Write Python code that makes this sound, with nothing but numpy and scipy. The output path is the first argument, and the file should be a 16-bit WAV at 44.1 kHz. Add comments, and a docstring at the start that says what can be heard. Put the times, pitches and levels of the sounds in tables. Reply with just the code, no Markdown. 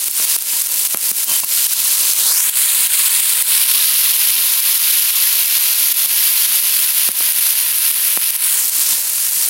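"""In a tiled kitchen, water boils off in a hot wok of vegetables, heard through a phone's single microphone.
Random micro-bursts and ringing bubbles make the fizz, sputter and low simmer; noise cracks make the spits.
Damped modes make a few plops; slips and a wavering tone make a steel spatula's brief scrapes.
A cupping hand hollows the hiss for about six seconds; the kitchen faintly answers the spits and plops.
Each loud spit makes the phone's limiter duck the sizzle, which then swells back."""
import sys
import numpy as np
from scipy import signal
from scipy.fft import rfft, irfft, next_fast_len
from scipy.io import wavfile
from scipy.ndimage import uniform_filter1d, minimum_filter1d, map_coordinates

SR = 44100
rng = np.random.default_rng(int(sys.argv[2]) if len(sys.argv) > 2 else 0)


def wrap_up_sound(samples):
    """Save the sound to the file named by the first command line argument, as 16-bit audio."""
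    columns = np.atleast_2d(samples).T
    # keep every value between -1 and 1, then stretch to whole-number steps
    tamed = np.clip(columns, -1, 1)
    steps = np.round(tamed * 32767).astype(np.int16)
    wavfile.write(sys.argv[1], SR, steps)


N = 418509  # length in samples

# course of the boil before fixed offsets: t/s, sizzle level/dB, coarse sputter level/dB re sizzle
BOIL_COURSE = [(0, -21, -20), (0.25, -14, -8.5), (0.5, -17.5, -13.5), (1.2, -17.5, -25), (1.65, -16, -7),
               (2.3, -12, -10), (2.7, -17, -6), (3.1, -14, -4.5), (3.8, -14.5, -6), (5.5, -15.5, -10.5),
               (7.0, -15.5, -12.5), (8.33, -17.7, -18.5), (8.53, -17, -12), (8.72, -16.8, -15),
               (8.92, -14, -6.5), (9.12, -19.5, -28), (9.49, -16.5, -18)]
# filter shaping the fine fizz: f/Hz, relative gain/dB
FIZZ_SPECTRUM = [(500, -51), (900, -21.5), (1400, -14), (2000, -11.5), (2700, -8.5), (4000, -7.5),
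                 (5500, -6), (7500, -3.5), (9200, 0), (10600, 1.5), (12300, 0), (14000, -2.5), (15800, -4)]
# filter shaping the coarse sputter: f/Hz, relative gain/dB
SPUTTER_SPECTRUM = [(400, -33), (800, -25), (1000, -3), (1200, -12.5), (1800, -9), (2500, 0), (4000, 7),
                    (6500, 5.5), (12000, 4.5)]
# filter shaping the low simmer: f/Hz, relative gain/dB
SIMMER_SPECTRUM = [(20, -7.5), (100, -6), (140, -3.5), (210, 1.5), (330, -2.5), (520, 1.5), (800, 1.5),
                   (1000, 10.5), (1200, -16), (2500, -22)]
# loudest droplets bursting in the oil, ahead of the limiter: t/s, peak level/dB
LOUD_SPITS = [(.042, 6), (.083, 9), (.112, 10), (.251, 9.5), (.365, 12), (.387, 9.5), (.423, 9.5),
              (.621, 7.5), (.671, 7), (.873, 7.5), (.946, 12), (.972, 9), (1.115, 12), (1.244, 8.5),
              (1.403, 9.5), (1.446, 10), (1.668, 10), (1.737, 7.5), (1.802, 7), (2.135, 9), (2.497, 13),
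              (2.873, 9.5), (3.205, 10.5), (3.424, 11.5), (4.603, 9.5), (4.778, 8), (5.926, 8.5), (6.06, 7),
              (6.602, 6.5), (7.089, 8), (7.117, 10), (7.323, 5.5), (7.914, 6), (8.175, 6.5), (8.306, 8.5),
              (8.364, 8), (8.696, 6.5)]
# filter shaping a spit: f/Hz, relative gain/dB
SPIT_SPECTRUM = [(500, -28.5), (1200, -21), (3000, -12), (6500, -10.5), (11000, 5.5), (15800, 2.5),
                 (16500, -60)]
# reverberation of the tiled kitchen: f/Hz, t60/s
ROOM_DECAY = [(200, 0.054), (2000, 0.25), (15000, 0.046)]
# steam pockets bursting under the vegetables: t/s, peak level/dB, low ring level/dB added to its modes
STEAM_BURSTS = [(.083, -10.5, -4), (0.2, -11, -22), (.364, -13, 5), (0.422, -18, -6), (0.535, -23, -11),
                (.946, 4, 1), (1.115, -7, 13), (1.445, -19, 11), (6.06, -13, -5), (7.089, -2.5, 8),
                (7.207, -13.5, -5), (8.174, -5, 4)]
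# modes of the burst's push: f/Hz, relative level/dB, t60/s
PUSH_MODES = [(620, -5.5, 0.0058), (1300, 5.5, 0.0027), (2380, 0.5, 0.0037), (4500, -8.5, .002)]
# modes of the pocket's low ring: f/Hz, relative level/dB, t60/s
POCKET_MODES = [(232, -18.5, 0.038), (387, -14.5, 0.011)]
# strokes of the spatula: t/s, length/s, rub level/dB, squeak level/dB
STROKES = [(1.268, .108, -34, -30.5), (1.432, 0.022, -26.5, -46)]
# resonances of the steel: f/Hz, bandwidth/Hz, relative level/dB
STEEL_MODES = [(200, 110, -9.5), (630, 120, -8), (1050, 110, 0), (2700, 85, 1)]
# hand closing in, resting, pressing tighter, lifting away: t/s, cavity notch f/Hz, closeness (factor on dB)
HAND_COURSE = [(2.16, 1900, 0.15), (2.29, 2720, 1.57), (2.5, 5600, 1), (3.4, 5900, 0.97),
               (3.75, 7530, 0.95), (5.5, 8150, 0.99), (8.35, 7440, 1.03), (8.57, 5330, 0.79),
               (8.68, 3200, 0.14)]
# colour of the hand's cavity at closeness 1: f as a multiple of the notch frequency, gain/dB
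CAVITY_COLOUR = [(.06, -2), (.17, 2), (.36, 4), (.66, 0.5), (.85, -2.5), (1, -6.5), (1.18, -2), (1.42, 3),
                 (1.65, 3), (1.95, 1), (2.6, 1), (4, 0)]

SURGE_DB, SURGES_PER_S = 1, 12  # random swell and sink of the sizzle
SIMMER_DB, DRYING_DB_PER_S = -27.5, 0.12  # simmer re tabled sizzle level; its fading as the pool shrinks
# lesser spits: density, least peak, mean excess over it, greatest peak
SPITS_PER_S, SMALLEST_DB, SPREAD_DB, BIGGEST_DB = 44, -6.5, 2.5, 2.5
TOP_HZ = 15900  # the phone's band limit


def amp(db):
    """Amplitude ratio: 20 dB is a factor of ten."""
    return 10 ** (np.asarray(db) / 20)


def unit(x):
    """Normalisation to an rms value of 1."""
    return x / np.sqrt(np.mean(x ** 2) + 1e-20)


def along(points, hz):
    """Linear interpolation over logarithmic frequency."""
    f, v = np.transpose(points)
    return np.interp(np.log(hz + 1e-6), np.log(f), v)


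def curves(rows, t):
    """Linear interpolation in time of each column after the first."""
    s, *cols = np.transpose(rows)
    return [np.interp(t, s, c) for c in cols]


def filtered(x, response):
    """Linear filtering: the spectrum is multiplied by a response of frequency."""
    size = next_fast_len(len(x) + 8192)
    hz = np.fft.rfftfreq(size, 1 / SR)
    return irfft(rfft(x, size) * response(hz), size)[:len(x)]


def coloured(x, spectrum):
    """Spectral shaping by a table of gains, normalised to rms 1."""
    return unit(filtered(x, lambda hz: amp(along(spectrum, hz))))


def add(track, s, sound):
    """Superposition: a sound is added to the track from time s."""
    part = track[round(s * SR):][:len(sound)]
    part += sound[:len(part)]


def wobble(rate):
    """Slow random modulation: a smooth curve through rate random knots a second."""
    return map_coordinates(rng.standard_normal(256), [np.arange(N) * rate / SR], mode="mirror")


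def crackle(rate, spread_db, t60):
    """Shot noise: random decaying bursts of noise, most small and a few larger."""
    count = int(rate * N / SR)
    size_db = spread_db * np.minimum(rng.exponential(1, count), 4.5)
    impulses = np.bincount(rng.integers(0, N, count), amp(size_db) ** 2, N)
    decay_per_sample = amp(-60 / (t60 * SR)) ** 2  # squared, as it acts on energy
    energy = signal.lfilter([1], [1, -decay_per_sample], impulses)
    return unit(np.sqrt(energy) * rng.standard_normal(N))


def bubbles(rate, centre_hz, octaves, cycles, spread_db, size):
    """Bubble resonance: each rings at its own pitch, falling 60 dB in the given number of cycles."""
    count = int(rate * N / SR)
    when, pitch, strength = rng.random((count, 3)).T[:, :, None]
    hz = np.minimum(centre_hz * 2 ** (octaves * (pitch - .5)), TOP_HZ)
    turns = hz * np.arange(size) / SR
    level_db = spread_db * np.minimum(-np.log(1 - strength), 5)
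    rings = amp(level_db - 60 * turns / cycles) * np.sin(2 * np.pi * turns)
    places = (when * N).astype(int) + np.arange(size)
    return unit(np.bincount(places.ravel(), rings.ravel(), N)[:N])


def sizzle():
    """Flash boiling: water on metal fizzes, wetter patches sputter, and pooled water simmers with them."""
    t = np.arange(N) / SR
    boil_db, sputter_db = curves(BOIL_COURSE, t)
    sizzle_db = boil_db + SURGE_DB * wobble(SURGES_PER_S)
    simmer_db = boil_db + SIMMER_DB - DRYING_DB_PER_S * t

    fine = crackle(rate=7000, spread_db=2.0, t60=0.0012)
    fine += amp(-11.0) * bubbles(rate=1100, centre_hz=8013, octaves=2, cycles=230, spread_db=2, size=1000)
    coarse = crackle(rate=1500, spread_db=0.5, t60=0.002)
    coarse += amp(-8) * bubbles(rate=300, centre_hz=2516, octaves=2.4, cycles=107, spread_db=2.0, size=1600)
    low = rng.standard_normal(N)
    low += amp(-15.0) * bubbles(rate=200, centre_hz=655, octaves=2.6, cycles=14.3, spread_db=1.5, size=1200)

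    fizz = coloured(fine, FIZZ_SPECTRUM)
    sputter = amp(sputter_db + 2) * coloured(coarse, SPUTTER_SPECTRUM)
    simmer = amp(simmer_db) * coloured(low, SIMMER_SPECTRUM)
    return amp(sizzle_db + 2.0) * (fizz + sputter) + simmer


def spits(crack_t60=0.0022, tail_db=-32, tail_t60=0.14):
    """Impulsive radiation: a very short crack and the bowl's faint answer, with many small ones at random."""
    out, t = np.zeros(N), np.arange(1024) / SR
    when, size = rng.uniform(size=(int(SPITS_PER_S * N / SR), 2)).T
    small_db = np.minimum(SMALLEST_DB - SPREAD_DB * np.log(1 - size), BIGGEST_DB)  # the bigger the rarer
    small = np.column_stack([when * N / SR, small_db])
    starts, peaks_db = np.vstack([LOUD_SPITS, small]).T

    envelope = amp(-60 * t / crack_t60) + amp(tail_db - 60 * t / tail_t60)
    bursts = rng.standard_normal((len(starts), len(t))) * envelope
    colour = amp(along(SPIT_SPECTRUM, np.fft.rfftfreq(len(t), 1 / SR)))
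    # the shift leaves room for the zero-phase filter to ring ahead of the crack
    bursts = irfft(rfft(np.roll(bursts, 16, axis=1)) * colour)
    for start, peak_db, burst in zip(starts, peaks_db, bursts):
        add(out, start, amp(peak_db) * burst / np.abs(burst).max())
    return out


def kitchen(x):
    """Diffuse reverberation: noise decaying at a rate set by frequency serves as the impulse response."""
    hz, t, z = signal.stft(rng.standard_normal(SR // 4), SR, nperseg=256)
    decay = amp(-60 * t / along(ROOM_DECAY, hz)[:, None])
    tail = signal.istft(z * decay, SR, nperseg=256)[1]
    return signal.fftconvolve(x, tail / np.linalg.norm(tail))[:N]


def ring(modes, t):
    """Modal superposition: a sum of exponentially damped sines."""
    return sum(amp(db - 60 * t / t60) * np.sin(2 * np.pi * hz * t) for hz, db, t60 in modes)


def plops():
    """Cavity radiation: a bursting steam pocket pushes once and rings low, too small to radiate deep bass."""
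    out, t = np.zeros(N), np.arange(4096) / SR
    radiation = signal.butter(4, 185, "high", fs=SR, output="sos")
    push, pocket = ring(PUSH_MODES, t), ring(POCKET_MODES, t)
    for s, peak_db, ring_db in STEAM_BURSTS:
        burst = signal.sosfilt(radiation, push + amp(ring_db) * pocket)
        add(out, s, amp(peak_db) * burst / np.abs(burst).max())
    return out


def steel(f):
    """Modal response: resonators of alternating sign, each peaking at its own frequency."""
    response = 0
    for k, (centre, width, db) in enumerate(STEEL_MODES):
        resonance = 1j * f * width / (centre * centre - f * f + 1j * f * width)
        response = response + (-1) ** k * amp(db) * resonance
    return response


def spatula(squeak_hz=3065, waver_hz=70, rough_db=1.0):
    """Stick-slip friction: tiny slips excite the steel, and one mode locks into a rough, wavering squeak."""
    rubbing = unit(filtered(crackle(rate=1500, spread_db=5.0, t60=0.0014), steel))
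    speed, grip = unit(uniform_filter1d(rng.standard_normal((2, N)), size=200))
    phase = 2 * np.pi * np.cumsum(squeak_hz + waver_hz * speed) / SR
    squeak = unit(amp(rough_db * grip) * np.sin(phase))
    out = np.zeros(N)
    for s, length, rub_db, squeak_db in STROKES:
        stroke = signal.windows.tukey(int(length * SR), .1)
        scrape = amp(rub_db) * rubbing + amp(squeak_db) * squeak
        add(out, s, stroke * scrape[round(s * SR):][:len(stroke)])
    return out


def cupped(x):
    """Cavity filtering: the hand lifts some bands and cancels one; the smaller the gap, the higher the notch."""
    hz, t, z = signal.stft(x, SR, nperseg=512)
    notch_hz, closeness = curves(HAND_COURSE, t)
    gain_db = closeness * along(CAVITY_COLOUR, hz[:, None] / notch_hz)
    return signal.istft(z * amp(gain_db), SR, nperseg=512)[1][:N]


def scene():
    """Superposition at one microphone: the same signal feeds both channels."""
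    bursts = plops() + spits()
    hollowed = cupped(sizzle() + spatula())
    wok = hollowed + bursts + amp(-14.0) * kitchen(bursts)
    return np.array([wok, wok])


def limited(x, ceiling_db=0, release_db_per_s=140):
    """Peak limiting: the gain falls at once on a peak and climbs back at a steady rate in decibels."""
    over_db = np.maximum(20 * np.log10(np.abs(x) + 1e-9) - ceiling_db, 0)
    climb = release_db_per_s * np.arange(N) / SR
    gain_db = climb - np.maximum.accumulate(over_db + climb)
    # hold each dip over 41 samples, then round its edges
    held_db = minimum_filter1d(gain_db, size=41)
    return x * amp(uniform_filter1d(held_db, size=41))


def record(dry):
    """Band limitation: the phone limits the peaks, then keeps nothing from its band limit upward."""
    return np.array([filtered(limited(channel), lambda hz: hz < TOP_HZ) for channel in dry])


dry = scene()
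out = record(dry)
wrap_up_sound(out)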